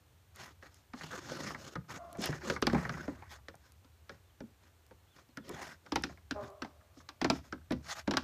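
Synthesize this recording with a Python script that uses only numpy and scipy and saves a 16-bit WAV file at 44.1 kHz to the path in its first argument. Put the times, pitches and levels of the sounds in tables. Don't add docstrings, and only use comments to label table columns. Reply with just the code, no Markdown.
import sys
import numpy as np
from scipy import signal
from scipy.fft import rfft, irfft
from scipy.io import wavfile
from scipy.ndimage import uniform_filter1d

SR = 44100
rng = np.random.default_rng(int(sys.argv[2]) if len(sys.argv) > 2 else 0)


def volts(x):
    e = np.asarray(x, float) / 20
    return 10 ** e


def wav_record(signal):
    frames = np.transpose(np.atleast_2d(signal))
    bounded = np.clip(frames, -1, 1)
    quanta = np.round(bounded * 32767).astype(np.int16)
    wavfile.write(sys.argv[1], SR, quanta)


N = 362943


def unit(x):
    return x / np.sqrt(np.mean(x ** 2) + 1e-20)


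def noise():
    return rng.standard_normal(N)


def at_hz(points, hz):
    points = np.array(points)
    return np.interp(np.log(hz), np.log(points[:, 0]), points[:, 1])


def drift(rate_hz):
    r = np.exp(-80 * np.pi * rate_hz / SR)
    slow = signal.lfilter([1], [1, -2 * r, r * r], rng.standard_normal(N // 40 + 2002))[2000:]
    return np.interp(np.arange(N) / 40, np.arange(len(slow)), unit(slow))


def resonate(x, hz, width_hz):
    r = np.exp(-np.pi * width_hz / SR)
    poles = [1, -2 * r * np.cos(2 * np.pi * hz / SR), r * r]
    return signal.lfilter(np.array([1, 0, -1]) * (1 - r * r) / 2, poles, x)


def resonate_twice(x, hz, wide_hz, narrow_hz):
    return resonate(resonate(x, hz, wide_hz), hz, narrow_hz)


def band_pass(x, low_hz, high_hz):
    return signal.sosfilt(signal.butter(2, [low_hz, high_hz], "band", fs=SR, output="sos"), x)


def coloured(x, spectrum):
    hz = np.fft.rfftfreq(len(x), 1 / SR) + 1
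    return irfft(rfft(x) * volts(at_hz(spectrum, hz)), len(x))


def die_away(x, t60_s):
    return signal.lfilter([1], [1, -volts(-60 / (t60_s * SR))], x + 1e-18)


# pitch_hz [Hz], level_db [dB]
YARD_COLOUR = [(76, -65), (130, -34.5), (215, -4), (490, -5.5), (1260, -8.5), (2600, -12.5), (4300, -14.5),
               (4850, -18), (6430, -16.5), (9430, -19.5), (10400, -23), (14700, -17), (15900, -48.5)]


def yard_hiss():
    return volts(-71) * unit(coloured(noise(), YARD_COLOUR))


def far_traffic():
    hum = resonate(resonate(noise(), 87.3, 27), 57, 65)
    return volts(-65.5) * unit(hum * volts(drift(1.6)))


def frame_shudder(load):
    shudder_s, shudder_hz, level_db = 0.26, 72.7, -17.5
    boom = resonate_twice(noise(), shudder_hz, 12, 50)
    r = np.exp(-1 / (shudder_s * SR))
    power = signal.lfilter([1 - r], [1, -r], band_pass(load, 100, 500) ** 2)
    return unit(boom) * volts(level_db) * np.sqrt(power)


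# start_s [s], length_s [s], top_hz [Hz], level_db [dB]
CHIRPS = [
    (4.225, .092, 3600, -79),
    (5.065, .09, 3560, -74),
    (5.3, .022, 4300, -74),
    (5.372, .086, 3500, -74),
]


def bird():
    arch_per_s2, swell_db_per_s = 115, 130
    out = np.zeros(N)
    flutter = volts(2.5 * drift(50))
    for start_s, length_s, top_hz, level_db in CHIRPS:
        t = np.arange(-length_s / 2, length_s / 2, 1 / SR)
        hz = top_hz * (1 - arch_per_s2 * t ** 2)
        whistle = np.sin(2 * np.pi * np.cumsum(hz) / SR) * volts(level_db + swell_db_per_s * t)
        out[round(start_s * SR):][:len(t)] = whistle * signal.windows.tukey(len(t), .2)
    return out * flutter


# start_s [s], length_s [s], pitch_hz [Hz], level_db [dB], fade_db [dB]
GRUNTS = [
    (1.978, 0.257, 680, -49.5, 13),
    (6.343, 0.99, 200.2, -44.5, 38.5),
]
# pitch_hz [Hz], width_hz [Hz], level_db [dB]
THROATS = [
    [(652, 93, 6.5), (1105, 280, -0.5), (325, 460, -8), (1340, 100, -27)],
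    [(615, 176, 7), (1090, 210, 1), (383, 64, 6), (826, 98, 4), (1420, 87, -26)],
]


def through_throat(source, throat):
    return unit(sum(volts(db) * resonate_twice(source, hz, width, width) for hz, width, db in throat))


def grunts():
    attack_s, hold_s, fade_s = 0.02, 0.052, 0.33
    out, t = 0, np.arange(N) / SR
    for (start_s, length_s, pitch_hz, level_db, fade_db), throat in zip(GRUNTS, THROATS):
        faded_s = np.maximum(t - start_s - attack_s - hold_s, 0)
        loss_db = fade_db * (1 - np.exp(-faded_s / fade_s))
        gate = np.clip(np.minimum(t - start_s, start_s + length_s - t) / attack_s, 0, 1)
        breath = np.clip(.27 + .019 * loss_db, .05, .9)
        onset_bend = 0.0487 * np.exp(-np.abs(t - start_s) / 0.0297)
        hz = pitch_hz * (1 + 0.0186 * drift(54) + 0.0081 * drift(6) + onset_bend)
        pulses = np.diff(np.floor(np.cumsum(hz) / SR), prepend=0) * volts(2 * drift(33))
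        voiced = through_throat(pulses, throat)
        breathy = through_throat(noise(), throat[:2])
        voice = np.sqrt(1 - breath) * voiced + np.sqrt(breath) * breathy
        out = out + voice * volts(level_db - loss_db - 0.5 * drift(9.9)) * gate
    return out


# start_s [s], peak_db [dB]
GRIT_TICKS = [(0.36, -35.5), (0.744, -38.5), (2.1289, -34.5), (2.172, -40), (2.218, -27), (2.246, -31),
              (2.258, -17), (2.274, -37), (2.6194, -28), (2.668, -27), (3.5543, -42), (3.7208, -42),
              (4.865, -45), (5.373, -33), (5.4929, -28.5), (5.957, -25), (6.0228, -33), (6.503, -44),
              (7.7192, -33), (8.1715, -32.5)]


def grit_ticks():
    clicks = np.zeros(N)
    for start_s, peak_db in GRIT_TICKS:
        clicks[round(start_s * SR)] = volts(peak_db - 11.5)
    return die_away(clicks, 0.0068) * unit(band_pass(noise(), 2600, 12300))


# start_s [s], length_s
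# [s], rasp_db [dB], hiss_db [dB over rasp], rumble_db [dB over rasp]
RAMP_SLIDES = [(0.347, 0.18, -52.5, -2, -4.5), (0.615, 0.083, -57, -7, -7), (0.694, 0.15, -72, 3.5, 2),
               (0.944, 0.18, -54, 2.5, -6.5), (1.083, 0.13, -45.5, -5, -3.5), (1.165, 0.31, -49.5, -2.5, 3),
               (1.348, 0.22, -47, -3.5, 3), (1.507, 0.26, -57, -0.5, 3), (1.887, 0.048, -46.5, -5.5, -3),
               (1.931, 0.057, -46, -7.5, 2), (1.96, 0.37, -72, 0, 13.5), (2.188, 0.12, -42, -2.5, -1),
               (2.26, 0.15, -48.5, -6.5, 1), (2.4, 0.18, -45, -4.5, 1.5), (2.63, 0.32, -45, -13.5, -5),
               (2.78, 0.43, -52, -9.5, 2), (3.025, 0.34, -61, -15, -9), (3.283, 0.1, -53.5, -4, -12),
               (3.595, 0.12, -68.5, -3.5, -6), (4.081, 0.1, -62, -9, -1), (4.602, 0.098, -68.5, -4, -3),
               (5.131, 0.1, -62, -5, -4), (5.44, 0.16, -55.5, -3.5, 7), (5.502, 0.26, -48, -5.5, -4.5)]
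TABLE_SLIDES = [(5.83, 0.097, -67, 0, 9), (6.05, 0.12, -67.5, -3, 11), (6.391, 0.11, -58.5, -3.5, 5.5),
                (6.941, .09, -69.5, 5, 4.5), (7.31, 0.1, -54.5, -2, -6), (7.43, 0.067, -64, -3, 2),
                (7.829, 0.09, -55.5, -0.5, -4), (7.887, 0.057, -39, -2, -22),
                (7.945, 0.081, -44.5, -5.5, -16.5)]


def slide_strokes():
    peak_at, edge_db, squareness = 0.49, -17.5, 1.97
    power = np.zeros((4, N))
    for start_s, length_s, rasp_db, hiss_db, rumble_db in [*RAMP_SLIDES, *TABLE_SLIDES]:
        progress = np.arange(round(length_s * SR)) / (length_s * SR)
        off_peak = np.interp(progress, [0, peak_at, 1], [1, 0, 1])
        grit_db = -15.5 + 0.47 * hiss_db
        layers_db = rasp_db + np.array([rumble_db, 0, hiss_db, grit_db])
        force = volts(layers_db[:, None] + edge_db * off_peak ** squareness)
        power[:, round(start_s * SR):][:, :len(off_peak)] += force ** 2
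    return np.sqrt(uniform_filter1d(power, size=600).clip(0))


# pitch_hz [Hz], level_db [dB per Hz]
SLIDE_COLOUR = [(65, -36), (110, -1), (150, 0.5), (189, -2.5), (360, -2.5), (462, -16.5), (556, -4),
                (685, -11.5), (1670, -7), (2820, -23.5), (5470, -21.5), (14200, -27.5), (15800, -29)]
BAND_EDGES = [50, 115, 575, 2500, 7000, 15500]


def slides():
    slips_per_s, snags_per_s, snag_gain = 2500, 70, 3.3
    out, clump = 0, drift(47)
    pitches = np.geomspace(125, 14800, 24)
    sizes = volts(3.0 * np.minimum(rng.exponential(1, N), 5))
    snags = sizes * (rng.random(N) < snags_per_s / SR)
    for g, force in enumerate(slide_strokes()):
        band = 0
        for hz in pitches[np.digitize(pitches, BAND_EDGES) == g + 2]:
            luck = rng.random(N) - .5
            slipping = 2 * np.abs(luck) < slips_per_s * (hz / 1000) ** .9 / SR
            clicks = sizes * np.sign(luck) * slipping + snag_gain * snags + 1e-18
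            rings = unit(resonate_twice(clicks, hz, 0.36 * hz, 0.16 * hz))
            band = band + rings * volts(at_hz(SLIDE_COLOUR, hz) + 2.5 * drift(10.2)) * np.sqrt(hz)
        out = out + unit(band * volts(2.5 * clump)) * force
    return out


# [crack over knock, dB]
RAMP_STEPS = [(0.626, -45.5, 510, -9, -17), (0.935, -37.5, 254, -5, -15), (1.035, -43, 135, -3, -1),
              (1.131, -44, 527, -3, -6), (1.298, -40.5, 166, -8, -6), (1.474, -43, 280, -6, -1),
              (1.755, -32.5, 155.7, -6, -14.5), (2.183, -47, 203, 10.5, -13), (2.239, -34, 173, -21, 2.5),
              (2.259, -33, 350, -20, -5), (2.288, -33.5, 147.5, 1.5, -23), (2.499, -24, 511, -7.5, -7),
              (2.624, -20, 372, -5.5, -11), (2.669, -22.5, 267, -2, -6), (2.731, -30, 239, 6, -16),
              (2.747, -24.5, 188, -1, -26), (2.893, -29.5, 167.4, -8, -12), (3.079, -34, 277.5, 0.5, -24),
              (3.484, -37.5, 542, -9, -10), (4.094, -40, 549, -11, -9.5), (4.405, -44.5, 232.6, 4, -13),
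              (4.91, -49.5, 493, -2.5, -16), (5.372, -35.5, 271, -9, -13), (5.496, -38, 414, -4, -28)]
# start_s [s], knock_db [peak dB], knock_hz [Hz], weight_db [dB], hardness_db [dB]
TABLE_STEPS = [(3.846, -60, 1120, -2.5, -4.5), (5.289, -64.5, 816, 3, -5), (5.863, -47.5, 520, -20, -9),
               (5.921, -27.5, 896, -4, -7.5), (5.958, -21, 788, -10, -7), (6.037, -28, 1500, -10.5, -3),
               (6.095, -45, 630, -18, -26), (6.31, -29, 1420, -7, -5), (6.62, -31, 1374, -8.5, -7.5),
               (6.647, -35, 700, -14, -17.5), (6.969, -57.5, 1240, 4.5, -31), (7.089, -38.5, 1400, -21, -3),
               (7.215, -25.5, 875, -4, -7), (7.245, -22, 633, -5.5, -9.5), (7.3, -20, 710, -6.5, -5.5),
               (7.525, -31, 1420, -8, -15), (7.707, -29.5, 654, 0, -15), (7.721, -32, 600, 2, -6.5),
               (8.076, -26.5, 662, -1, -12), (8.11, -27, 711, -6.5, -4), (8.137, -25.5, 535, -9, -14),
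               (8.17, -20, 1426, -15, -5)]
# start_s [s], knock_db [peak dB], knock_hz [Hz]
CLACKS = [(1.01, -36, 1820), (1.506, -32, 1230), (1.547, -32, 1640), (2.152, -39.5, 650),
          (2.326, -31.5, 1580), (2.417, -39.5, 1730), (2.563, -27.5, 1655), (2.699, -27.5, 1600),
          (2.851, -27, 1696), (2.94, -35, 1645), (2.972, -36.5, 976), (3.223, -42, 866), (3.386, -54, 923),
          (3.541, -47, 690), (5.185, -50, 1180), (6.174, -49.5, 2060), (6.81, -54, 1370),
          (7.003, -50, 1280)]


def all_blows():
    blows = []
    for s, db, thud_hz, weight, hard in RAMP_STEPS:
        knock_hz = np.clip(677 * 2 ** (-0.14 * weight), 580, 1800)
        blows.append((s, db, knock_hz, weight, thud_hz, hard))
    blows += [(s, db, hz, weight, 281.5, hard) for s, db, hz, weight, hard in TABLE_STEPS]
    blows += [(s, db, hz, -16.5, 145, -24) for s, db, hz in CLACKS]
    return blows


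# pitch_hz [Hz], t60_s [s]
WOOD_T60 = [(60, 0.41), (160, 0.26), (300, 0.11), (500, 0.11), (1000, 0.11), (2500, 0.073), (6000, 0.016),
            (14000, 0.061)]
# pitch_hz [Hz], level_db [dB per Hz]
WOOD_COLOUR = [(50, -18.5), (280, -8), (570, -12), (1300, -10.5), (2700, -18.5), (4000, -16), (5600, -12.5),
               (7200, -33.5), (10400, -43), (15800, -47.5)]


def plate_modes(hz, best_hz, size, phase, damped):
    hz[np.argmin(np.abs(hz - best_hz))] = best_hz
    near = np.exp(-(np.log(hz / best_hz) / .25) ** 2)
    t60 = at_hz(WOOD_T60, hz) * (1 - (.25 + .25 * near) * damped)
    t = np.arange(round(min(t60.max(), .3) * SR))[None] / SR
    age = np.maximum(t - 0.0028 * 300 / np.maximum(hz, 150), 0)
    cycles = age * hz
    swell = (1 - np.exp(-cycles / 0.2)) * np.exp(-np.log(1000) * age / t60)
    uneven_db = 6.5 * np.minimum(size, .7) * (hz != best_hz)
    favoured_db = 13 * near
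    gain = volts(at_hz(WOOD_COLOUR, hz) + favoured_db + uneven_db) * np.sqrt(hz)
    wave = gain[:, 0] @ (swell * np.sin(2 * np.pi * cycles + 1.184 * phase))
    wave *= np.minimum(np.arange(len(wave))[::-1] / 800, 1)
    return wave / np.abs(wave).max()


def board_ring(blows):
    out = np.zeros(N + SR)
    ladder = np.geomspace(62, 2500, 64)
    group = np.digitize(ladder, BAND_EDGES) - 1
    for s, knock_db, knock_hz, weight, thud_hz, _ in blows:
        shift, size, phase = rng.standard_normal((3, 64, 1))
        hz = ladder[:, None] * (1 + 0.022 * shift)
        at, thud_db = round(s * SR), knock_db + weight
        parts = [(thud_db - 13.5, 70), (thud_db + 5.0, thud_hz), (knock_db - .2, knock_hz)]
        for g, (level_db, best_hz) in enumerate(parts):
            mine = group == g
            wave = plate_modes(hz[mine], best_hz, size[mine], phase[mine], g == 2)
            out[at:at + len(wave)] += volts(level_db) * wave
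    return out[:N]


def contacts(blows):
    cracks, slaps = np.zeros((2, N))
    graze_db = -76.5
    for s, knock_db, _, _, _, hard in blows:
        at = round(s * SR)
        cracks[at - 15:at + 25] = volts(knock_db + hard - 25.5)
        cracks[at - 280:at - 15] = volts(knock_db + hard + graze_db)
        slaps[at - 220:at - 20] = volts(knock_db + graze_db + 10.5)
        slaps[at - 20:at + 20] = volts(knock_db - 7 + .4 * hard) / 40
    return cracks, slaps


def hoof_slap(slaps):
    return die_away(slaps, .022) * unit(band_pass(noise(), 1410, 2170))


def wood_crack(cracks):
    out = 0
    rattle = volts(-24) * die_away(cracks, 0.32)
    snap = 0.98 * die_away(cracks, 0.0089)
    edges = np.geomspace(2200, 15500, 9)
    for low, high in zip(edges, edges[1:]):
        mid = np.sqrt(low * high)
        dying = die_away(cracks, at_hz(WOOD_T60, mid))
        hiss = unit(band_pass(noise(), low, high)) * volts(0.5 * drift(2.1))
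        level = volts(at_hz(WOOD_COLOUR, mid) - at_hz(WOOD_COLOUR, 4300) - 16.0) * np.sqrt(mid / 4000)
        out = out + (dying + rattle + snap) * hiss * level
    return out


def knocks():
    blows = all_blows()
    cracks, slaps = contacts(blows)
    return board_ring(blows) + hoof_slap(slaps) + wood_crack(cracks)


def echoes(x):
    out, dull = x.copy(), band_pass(x, 210, 2300)
    for delay_s, level_db in [(.031, -21.5), (.053, -24.5), (.087, -28.5)]:
        lag = round(delay_s * SR)
        out[lag:] += volts(level_db) * dull[:-lag]
    return out


def scene():
    blows, scrapes = knocks(), slides()
    background = yard_hiss() + far_traffic() + frame_shudder(blows + scrapes) + bird()
    return (background + echoes(blows + grunts()) + grit_ticks() + scrapes)[None]


def band_limit(x):
    return signal.sosfilt(signal.butter(12, 16380, fs=SR, output="sos"), x)


def record(dry):
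    mix = signal.sosfilt(signal.butter(2, 45, "high", fs=SR, output="sos"), dry)
    mix = signal.sosfilt(signal.cheby2(12, 60, 16000, fs=SR, output="sos"), mix)
    return band_limit(mix)


dry = scene()
out = record(dry)
wav_record(out)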